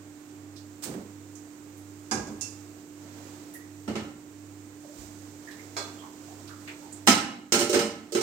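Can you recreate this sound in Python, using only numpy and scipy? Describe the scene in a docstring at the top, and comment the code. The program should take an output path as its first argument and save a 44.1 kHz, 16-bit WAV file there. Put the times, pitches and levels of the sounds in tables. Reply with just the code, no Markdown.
"""A steel saucepan on a gas stove in a small tiled kitchen. A burner catches, the pan is set on the grate
and nudged, then a lid is fetched from the counter, clanks on the pan and is rattled into its seat.
Each impact excites the damped modes of the metal and a tail of wall echoes; blows on the pan also shake
the stove top. Motors hum, flames hiss, and the cook's hands, clothes and one step make faint sounds.
An automatic gain control ducks the level after the loud clanks."""
import sys
import numpy as np
from scipy import signal
from scipy.fft import rfft, irfft, next_fast_len
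from scipy.io import wavfile
from scipy.ndimage import uniform_filter1d, map_coordinates

SR = 44100
rng = np.random.default_rng(int(sys.argv[2]) if len(sys.argv) > 2 else 0)


def generate_wav(signal):
    """Clip the signal to [-1, 1] and save it as 16-bit WAV at the path in sys.argv[1]."""
    frames = np.transpose(np.atleast_2d(signal))
    scaled = np.clip(frames, -1, 1) * 32767
    pcm = np.round(scaled).astype(np.int16)
    wavfile.write(sys.argv[1], SR, pcm)


N = 362502
BLOW_SAMPLES, TOP_HZ = SR, 15900  # longest ring of a blow; upper band limit

# Coherence of the sound field. Each row: frequency in Hz, left-right correlation.
COHERENCE = [(100, 0.99), (300, 0.9), (600, 0.74), (1200, 0), (16000, 0.054)]
# Stereo balance of sounds about the room. Each row: frequency in Hz, left minus right in dB.
ROOM_BALANCE = [(60, -15), (130, 0.5), (290, -6.5), (640, -3.5), (1410, -8.5), (3100, -6), (6820, -17.5),
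                (15000, -3.5)]


def amp(db):
    """Decibels to amplitude ratio."""
    return 10 ** (np.asarray(db) / 20)


def unit(x):
    """Scale to rms 1."""
    return x / np.sqrt(np.mean(x ** 2) + 1e-20)


def along(points, hz):
    """Interpolate (Hz, value) points on a logarithmic frequency axis."""
    freqs, values = np.transpose(points)
    return np.interp(np.log(hz + 1), np.log(freqs), values)


def wobble(rate):
    """A smooth random curve with rate knots a second."""
    knots = rng.standard_normal(int(N * rate / SR) + 4)
    return map_coordinates(knots, [np.arange(N) * rate / SR])


def sides(balance_db):
    """Constant-power panning: left and right gains."""
    gains = amp(np.array([balance_db, -balance_db]) / 2)
    return gains / np.sqrt(np.mean(gains ** 2, axis=0))


def add(track, start_s, sound):
    """Superpose a sound on the track."""
    part = track[:, max(round(start_s * SR), 0):][:, :sound.shape[1]]
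    part += sound[:, :part.shape[1]]


def noise(spectrum, balance, size):
    """A diffuse field of rms 1: coherent in the bass, incoherent in the treble."""
    n_fft = next_fast_len(size)
    hz = np.fft.rfftfreq(n_fft, 1 / SR)
    angle = np.arccos(np.clip(along(COHERENCE, hz), -1, 1)) / 2
    mid, side = rfft(rng.standard_normal((2, n_fft))) * [np.cos(angle), np.sin(angle)]
    pair = np.array([mid + side, mid - side]) * amp(along(spectrum, hz)) * sides(along(balance, hz))
    return unit(irfft(pair, n_fft)[:, :size])


def treble(x, gain_db, corner_hz=4200):
    """Contact hardness sets the share of high frequencies: a shelving filter."""
    low, high = (np.tile(signal.butter(2, corner_hz, kind, fs=SR, output="sos"), (2, 1))
                 for kind in ("low", "high"))
    return signal.sosfilt(low, x) + amp(gain_db) * signal.sosfilt(high, x)


def swell(rise_s):
    """Vibration builds up exponentially with time constant rise_s."""
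    return 1 - np.exp(-np.arange(BLOW_SAMPLES) / SR / rise_s)


def ring(modes, balance, count, scatter_db=2):
    """Free vibration: each of count blows excites the same damped modes at new strengths and phases."""
    hz, db, t60 = np.transpose(modes)
    t = np.arange(BLOW_SAMPLES, dtype=np.float32) / SR
    shape = (count, 1, len(hz))
    strength = amp(db + scatter_db * rng.standard_normal(shape)) / np.linalg.norm(amp(db))
    spread = np.arccos(np.clip(along(COHERENCE, hz), -1, 1))
    stereo_phase = spread * rng.standard_normal(shape) * [[.5], [-.5]]
    start_phase = rng.uniform(0, 2 * np.pi, shape) + stereo_phase
    weight = np.complex64(strength * sides(along(balance, hz)) * np.exp(1j * start_phase))
    phase = np.outer(np.float32(2 * np.pi * hz), t)
    decay = np.exp(np.outer(np.float32(-np.log(1000) / t60), t))
    return (np.tensordot(weight.real, decay * np.cos(phase), 1)
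            + np.tensordot(weight.imag, decay * np.sin(phase), 1))


def wash(spectrum, balance, crack_db, crack_s):
    """Reverberation: after a contact crack, wall echoes decay at each band's own rate."""
    # The tiled room. Each row: frequency in Hz, reverberation time in seconds.
    reverb_times = [(150, 0.81), (600, 0.62), (2500, 0.55), (7000, 0.41), (13000, 0.35)]
    hz, frame_s, bands = signal.stft(noise(spectrum, balance, BLOW_SAMPLES), SR, nperseg=256)
    decay = amp(-60 * frame_s / along(reverb_times, hz)[:, None])
    tail = signal.istft(bands * decay, SR, nperseg=256)[1][:, :BLOW_SAMPLES]
    return tail * (1 + amp(crack_db) * np.exp(-np.arange(BLOW_SAMPLES) / SR / crack_s))


def air_and_gas(light_s, room_db=-53, hiss_db=-58, lit_rise_db=1.5):
    """Broadband noise of room air and gas jets; the hiss rises once one more burner is lit."""
    # Background spectrum. Each row: frequency in Hz, relative density in dB.
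    spectrum = [(20, -4), (60, 0), (130, 5), (230, 13.5), (360, 17), (520, 6), (1000, 3.5), (3300, -1.5),
                (5300, 3), (7300, 10.5), (8800, 4.5), (10000, -10.5), (13000, -1), (16000, -2)]
    lit = np.arange(N) / SR > light_s
    air = noise(spectrum, ROOM_BALANCE, N)
    low = signal.sosfiltfilt(signal.butter(2, 3000, fs=SR, output="sos"), air)
    room = unit(low) * amp(room_db + 0.82 * wobble(6.3))
    hiss = unit(air - low) * amp(hiss_db + lit_rise_db * lit + 0.66 * wobble(4.17))
    return room + hiss


def motor_hum(beat_hz=1.52, first_peak_s=.55):
    """Beating: among the droning motors, one runs slightly slower than the mains hum."""
    # Hum tones. Each row: frequency in Hz, level in dB, left minus right in dB.
    tones = [(65.6, -73.5, -40), (99.8, -56.5, -6), (141, -66, -14), (297, -48, -5.5)]
    mains_hz, mains_db, mains_left_db = tones[1]
    slow_motor = (mains_hz - beat_hz, mains_db - 2, mains_left_db)
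    out, t = np.zeros((2, N)), np.arange(N) / SR - first_peak_s
    for hz, db, left_db in tones + [slow_motor]:
        peak = np.sqrt(2) * amp(db + 0.094 * wobble(3.7))
        phase = 2 * np.pi * hz * t + 0.19 * wobble(3.065)
        out += np.outer(sides(left_db), peak * np.sin(phase))
    return out


def resonance(centre_hz, octaves, t60):
    """One damped resonance as a band of noise; the duller the contact, the slower it builds."""
    hz = np.geomspace(20, TOP_HZ, 400)
    spectrum = np.c_[hz, -20 * np.log10(1 + (np.log2(hz / centre_hz) / octaves) ** 2)]
    rise = swell(min(12 / centre_hz, t60 / 18))
    decay = np.exp(-np.log(1000) * np.arange(BLOW_SAMPLES) / SR / t60)
    return noise(spectrum, ROOM_BALANCE, BLOW_SAMPLES) * rise * decay


def taps():
    """Light impacts of hands and utensils excite quickly damped resonances."""
    # Each row: start in seconds, level in dB, centre in Hz, width in octaves, left minus right in dB.
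    contacts = [(.56, -47, 4630, .42, -2), (1.352, -47, 6700, .22, -4), (1.772, -53, 8000, 1, 0),
                (3.537, -41.5, 9800, 0.76, 3), (5.508, -48, 3940, 0.91, -1), (6.474, -46, 4270, 0.68, 0),
                (6.673, -35, 2200, .42, 5), (6.924, -38, 7700, .15, 4)]
    out = np.zeros((2, N))
    for start_s, db, hz, octaves, left_db in contacts:
        add(out, start_s, amp(db) * sides(left_db)[:, None] * resonance(hz, octaves, t60=.26))
    return out


def ignition(light_s):
    """Combustion noise: gas catches with a spit, the flame ring spreads with a whoomp and closes with a puff."""
    # Spectrum of the spit. Each row: frequency in Hz, relative density in dB.
    spit = [(350, -40), (600, -10), (2150, -10.5), (2340, -10), (2610, -12.5), (5560, -6.5), (8620, -1),
            (10500, -17), (16000, -10)]
    out, t = np.zeros((2, N)), np.arange(N) / SR
    add(out, light_s, amp(-38) * wash(spit, ROOM_BALANCE, crack_db=2, crack_s=0.0084) * swell(0.0061))
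    add(out, .835, amp(-37) * wash(spit, ROOM_BALANCE, crack_db=2, crack_s=0.021) * swell(0.0013))
    add(out, .936, amp(-33) * resonance(centre_hz=454, octaves=0.65, t60=0.1))  # the puff
    whoomp = [(40, -21), (120, -4.5), (200, 0), (400, -2.5), (700, -14.5), (1500, -25), (5000, -46)]
    whoomp_db = np.interp(t, [.8, .87, .94, 1.02, 1.3], [-100, -38, -37, -41, -100])
    return out + noise(whoomp, ROOM_BALANCE, N) * amp(whoomp_db)


def metal_response(modes, spectrum, ripple_db=3, width_hz=9, damping=0.0083):
    """Damping by the grip broadens a body's main modes, over an uneven bed of lesser ones."""
    hz = np.arange(20, SR / 2, 4)
    ripple = unit(signal.convolve(rng.standard_normal(len(hz)), signal.windows.hann(27), "same"))
    bed = amp(along(spectrum, hz) + ripple_db * np.minimum(ripple, 1.5))
    power = np.zeros(len(hz))
    for mode_hz, db, _ in modes:
        band_hz = width_hz + damping * mode_hz
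        power += amp(db) ** 2 / band_hz / (1 + ((hz - mode_hz) / band_hz) ** 2) ** 2
    return np.c_[hz, 20 * np.log10(np.hypot(unit(bed), .65 * unit(np.sqrt(power))))]


def metal(modes, spectrum, balance, count):
    """Impulse responses of count blows: rough partials spread by the walls, over a clean modal ring."""
    response = metal_response(modes, spectrum)
    rough = np.array([wash(response, balance, crack_db=-6, crack_s=0.042) for _ in range(count)])
    return rough + amp(-7.5) * ring(modes, balance, count)


def stove_top(balance, count):
    """Plate vibration: count thumps on the sheet-metal top, each with a shudder of the stove's body."""
    # Modes of the top. Each row: frequency in Hz, relative level in dB, t60 in seconds.
    modes = [(78, -42, 0.36), (117.6, -0.5, 0.95), (203, -30, 0.64), (215.2, 17, 0.42), (230.4, -20, 0.6),
             (268, 12, 0.18), (301.6, 3.5, 0.59)]
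    # Spectrum of the shudder. Each row: frequency in Hz, relative density in dB.
    spectrum = [(30, -23), (70, -5), (120, -6), (190, -4), (320, 0), (500, -8), (1200, -20), (4000, -80)]
    shudder = np.array([wash(spectrum, balance, crack_db=-22, crack_s=.01) for _ in range(count)])
    panel = ring(modes, balance, count, scatter_db=1.5)
    return amp(3) * panel + amp(-2.5) * shudder


def grate():
    """Impact excitation: the pan lands on the iron grate, which rings and thumps the stove top."""
    # Landings. Each row: start in seconds, then relative level, treble gain and stove-top gain in dB.
    blows = [(2.112, -25, 0, -12), (2.117, -26.5, -24, -7.5), (2.27, -43.5, -4, 1), (2.41, -49.5, 24, -24)]
    # Modes of the iron. Each row: frequency in Hz, relative level in dB, t60 in seconds.
    modes = [(775, -4, .7), (845, -6, .4), (1596, -5, .3), (1647, 1, .35), (3474, -11, .4), (4936, -1, .45),
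             (5272, -6, .35), (5606, -2, .3), (6177, -3, .3), (6729, 0, .45), (7224, -4, .35),
             (8672, -9, .25)]
    # Bed of lesser modes. Each row: frequency in Hz, relative density in dB.
    spectrum = [(88, -52), (150, -38), (213, -20), (280, -33), (309, -17), (601, -41), (790, -15),
                (1450, -17), (1660, -30), (1940, -28), (2220, -22), (3160, -31), (4950, -23), (6640, -14.5),
                (16000, -50.5)]
    # Stereo balance. Each row: frequency in Hz, left minus right in dB.
    balance = [(60, -4), (180, -3.5), (550, -6), (1650, -1.5), (4970, -13.5), (15000, -15)]
    out = np.zeros((2, N))
    iron = metal(modes, spectrum, balance, len(blows))
    stove = stove_top(balance, len(blows))
    for k, (start_s, db, treble_db, stove_db) in enumerate(blows):
        clank = amp(-4) * treble(iron[k], treble_db) * swell(0.00011)
        thump = amp(stove_db + 5) * stove[k] * swell(0.013)
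        add(out, start_s, amp(db) * (clank + thump))
    return out


def squeaks():
    """Narrow, lightly damped resonances sound as faint squeaks and pings about the kitchen."""
    # Each row: start in seconds, level in dB, pitch in Hz, width in octaves.
    pings = [(2.413, -45.5, 2670, .03), (3.543, -46.5, 1880, .07), (4.83, -45, 600, 0.11),
             (5.469, -43, 1780, .11), (5.58, -50, 2090, .13), (5.983, -53, 3200, 0.13),
             (6.018, -43.5, 986, .25), (6.27, -47, 706, 0.18), (6.489, -44.5, 1330, 0.27),
             (6.82, -50, 870, 0.12)]
    out = np.zeros((2, N))
    for start_s, db, hz, octaves in pings:
        add(out, start_s, amp(db) * resonance(hz, octaves, t60=.45))
    return out


def rustle():
    """Friction noise of the cook's clothes swells and fades with each reach or turn."""
    # Each row: middle and half length in seconds, then level, treble gain and left minus right in dB.
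    moves = [(3.26, 0.19, -49, -2, 0), (5.03, .12, -53, 6, -1.5), (5.55, 0.27, -55, 3, 0),
             (6.463, 0.56, -51.5, 1, 1.5)]
    # Spectrum of cloth. Each row: frequency in Hz, relative density in dB.
    spectrum = [(60, -4), (250, 16), (500, 9.5), (1200, 3), (3300, -3.5), (7500, 2.5), (10000, -13),
                (16000, -10.5)]
    out, t = np.zeros((2, N)), np.arange(N) / SR
    cloth = noise(spectrum, ROOM_BALANCE, N) * amp(2.7 * wobble(11))
    for middle_s, half_s, db, treble_db, left_db in moves:
        envelope = np.exp(-((t - middle_s) / half_s) ** 2 / 2)
        out += amp(db) * sides(left_db)[:, None] * treble(cloth, treble_db) * envelope
    return out


def pan_blows(bounce_loss_db=2.3, air_per_scrape=0.74):
    """Impacts on the pan: start in seconds, then relative level, treble, stove-top and air gains in dB."""
    # Nudges along the grate. Each row: start in seconds, relative level and stove-top gain in dB.
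    nudges = [(3.877, -34.5, 6.5), (3.954, -30.5, -4)]
    # The lid rattling in the rim. Each row: start in seconds, relative level and scrape in dB.
    rattle = [(7.521, -16.5, 10), (7.537, -14.5, 0.5), (7.591, -22, 9), (7.609, -23, 6.5),
              (7.694, -31.5, 14.5), (7.729, -22, 7), (7.742, -16, 0), (7.791, -19.5, 2), (8.121, -42, 18),
              (8.149, -23.5, 2.5), (8.167, -28.5, 0), (8.209, -27.5, 5)]
    # How closely the lid sits. Each row: time in seconds, gain of the enclosed air in dB.
    seal = [(7.52, -1.5), (7.62, 4), (7.71, 13.5), (7.8, 3.5), (8.15, 11), (8.21, 3)]
    # nudges are dull, and the open pan holds little air
    blows = [(start_s, db, -7.5, stove_db, 4) for start_s, db, stove_db in nudges]
    # the lid strikes the rim; its one bounce drives the pan into the stove top
    strike_s, strike_db, treble_db = 7.073, -4.5, 1.5
    blows.append((strike_s, strike_db, treble_db, -33, -20))
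    blows.append((strike_s + .008, strike_db - bounce_loss_db, treble_db - bounce_loss_db, -15, -20))
    for start_s, db, scrape_db in rattle:  # scraping adds treble and stirs the air under the lid
        air_db = np.interp(start_s, *np.transpose(seal)) + air_per_scrape * scrape_db
        blows.append((start_s, db, scrape_db, -11.5, air_db))
    return blows


def saucepan(graze_s=7.068):
    """Each blow rings the steel, shakes the stove top and excites the cavity resonance of the pan's air."""
    # Modes of the steel and of the air. Each row: frequency in Hz, relative level in dB, t60 in seconds.
    steel_modes = [(804, 0, .5), (1291, 2, .45), (1378, -2, .45), (1554, -7, .45), (1956, -6, .35),
                   (2153, -2, .35), (2374, -7, .4), (2889, -1, .55), (3073, -4, .4), (3908, -3, .5),
                   (4228, -5, .45), (4540, -6, .35), (5157, -2, .45), (5490, -6, .45), (5975, -7, .45),
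                   (6540, -3, .35), (7170, -5, .3), (8177, -10, .3), (8850, -11, .3), (13452, -20, .15)]
    air_modes = [(349, 0, .35), (392, -4, .3), (447, -3, .45), (578, -6, .45)]
    # Bed of lesser modes. Each row: frequency in Hz, relative density in dB.
    spectrum = [(150, -21), (250, -1), (450, -17.5), (700, -12.5), (1050, -10), (1500, -13.5), (2700, -13),
                (3400, -15.5), (5000, -16.5), (7000, -14.5), (8800, -16.5), (10000, -32), (13000, -29),
                (16000, -33)]
    # Stereo balance. Each row: frequency in Hz, left minus right in dB.
    balance = [(60, -1.0), (130, -1), (290, -5), (640, -2.5), (1410, -3.5), (3100, -1), (6820, -17),
               (15000, -2)]
    out, blows = np.zeros((2, N)), pan_blows()
    steel = metal(steel_modes, spectrum, balance, len(blows))
    stove = stove_top(balance, len(blows))
    for k, (start_s, db, treble_db, stove_db, air_db) in enumerate(blows):
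        tuning = 1 + 0.0218 * rng.standard_normal()  # the gap under the lid retunes the air
        cavity = ring(np.multiply(air_modes, [tuning, 1, 1]), balance, count=1)[0]
        body = (amp(stove_db - 1.5) * stove[k] + amp(air_db - 6) * cavity) * swell(1 / 300)
        clank = amp(-4.5) * treble(steel[k], treble_db) * swell(0.00075)
        add(out, start_s, amp(db) * (clank + body))
    # the lid grazes the rim just before it strikes
    add(out, graze_s, amp(-23) * resonance(centre_hz=6870, octaves=1, t60=.1))
    # a light pan cannot drive the stove's deepest bass
    return signal.sosfilt(signal.butter(2, 90, "high", fs=SR, output="sos"), out)


def footfall(start_s=4.98):
    """One soft step excites a low damped resonance."""
    out = np.zeros((2, N))
    add(out, start_s, amp(-46) * resonance(centre_hz=65, octaves=.2, t60=.5))
    return out


def lid():
    """The lid's modes ring as it knocks on the counter, farther off, while being picked up."""
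    # Knocks. Each row: start in seconds, relative level in dB, treble gain in dB.
    blows = [(5.766, -21.5, 5), (6.676, -38, -4)]
    # Modes of the lid. Each row: frequency in Hz, relative level in dB, t60 in seconds.
    modes = [(672, -4, .4), (925, -4, .4), (1219, -2, .55), (1585, -3, .35), (2225, -5, .4), (3453, 0, .5),
             (4177, 0, .45), (4893, -4, .35)]
    # Bed of lesser modes. Each row: frequency in Hz, relative density in dB.
    spectrum = [(210, -51), (350, -2), (1020, -2), (1260, 2.5), (1940, -11), (2270, -7), (3230, -15.5),
                (3390, -19), (4180, -8), (8040, -12), (9900, -29), (13400, -30), (16000, -33)]
    # Stereo balance. Each row: frequency in Hz, left minus right in dB.
    balance = [(60, -5.0), (240, -6), (950, -4.5), (3770, -5.5), (15000, -25)]
    out = np.zeros((2, N))
    knocks = metal(modes, spectrum, balance, len(blows))
    for knock, (start_s, db, treble_db) in zip(knocks, blows):
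        add(out, start_s, amp(db - 11.5) * treble(knock, treble_db) * swell(0.00075))
    return out


def scene(light_s=.822):
    """Superposition of all sources at two microphones; the burner catches at light_s."""
    cookware = saucepan() + grate() + lid()
    cook = taps() + squeaks() + footfall()
    return cookware + cook + ignition(light_s) + rustle() + air_and_gas(light_s) + motor_hum()


def record(dry, threshold_db=-19, slope=0.48, release_db_per_s=4):
    """Compression: the gain drops quickly on loud sound and recovers over seconds; then a band limit."""
    power = uniform_filter1d(np.mean(dry ** 2, axis=0), size=256)
    level_db = 10 * np.log10(np.abs(power) + 1e-12)
    cut_db = np.maximum(level_db - threshold_db, 0) * slope
    recovery_db = release_db_per_s * np.arange(N) / SR
    duck_db = np.maximum.accumulate(cut_db + recovery_db) - recovery_db
    n_fft = next_fast_len(N + SR // 2)
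    passband = np.fft.rfftfreq(n_fft, 1 / SR) < TOP_HZ
    return irfft(rfft(dry * amp(-duck_db), n_fft) * passband, n_fft)[:, :N]


dry = scene()
out = record(dry)
generate_wav(out)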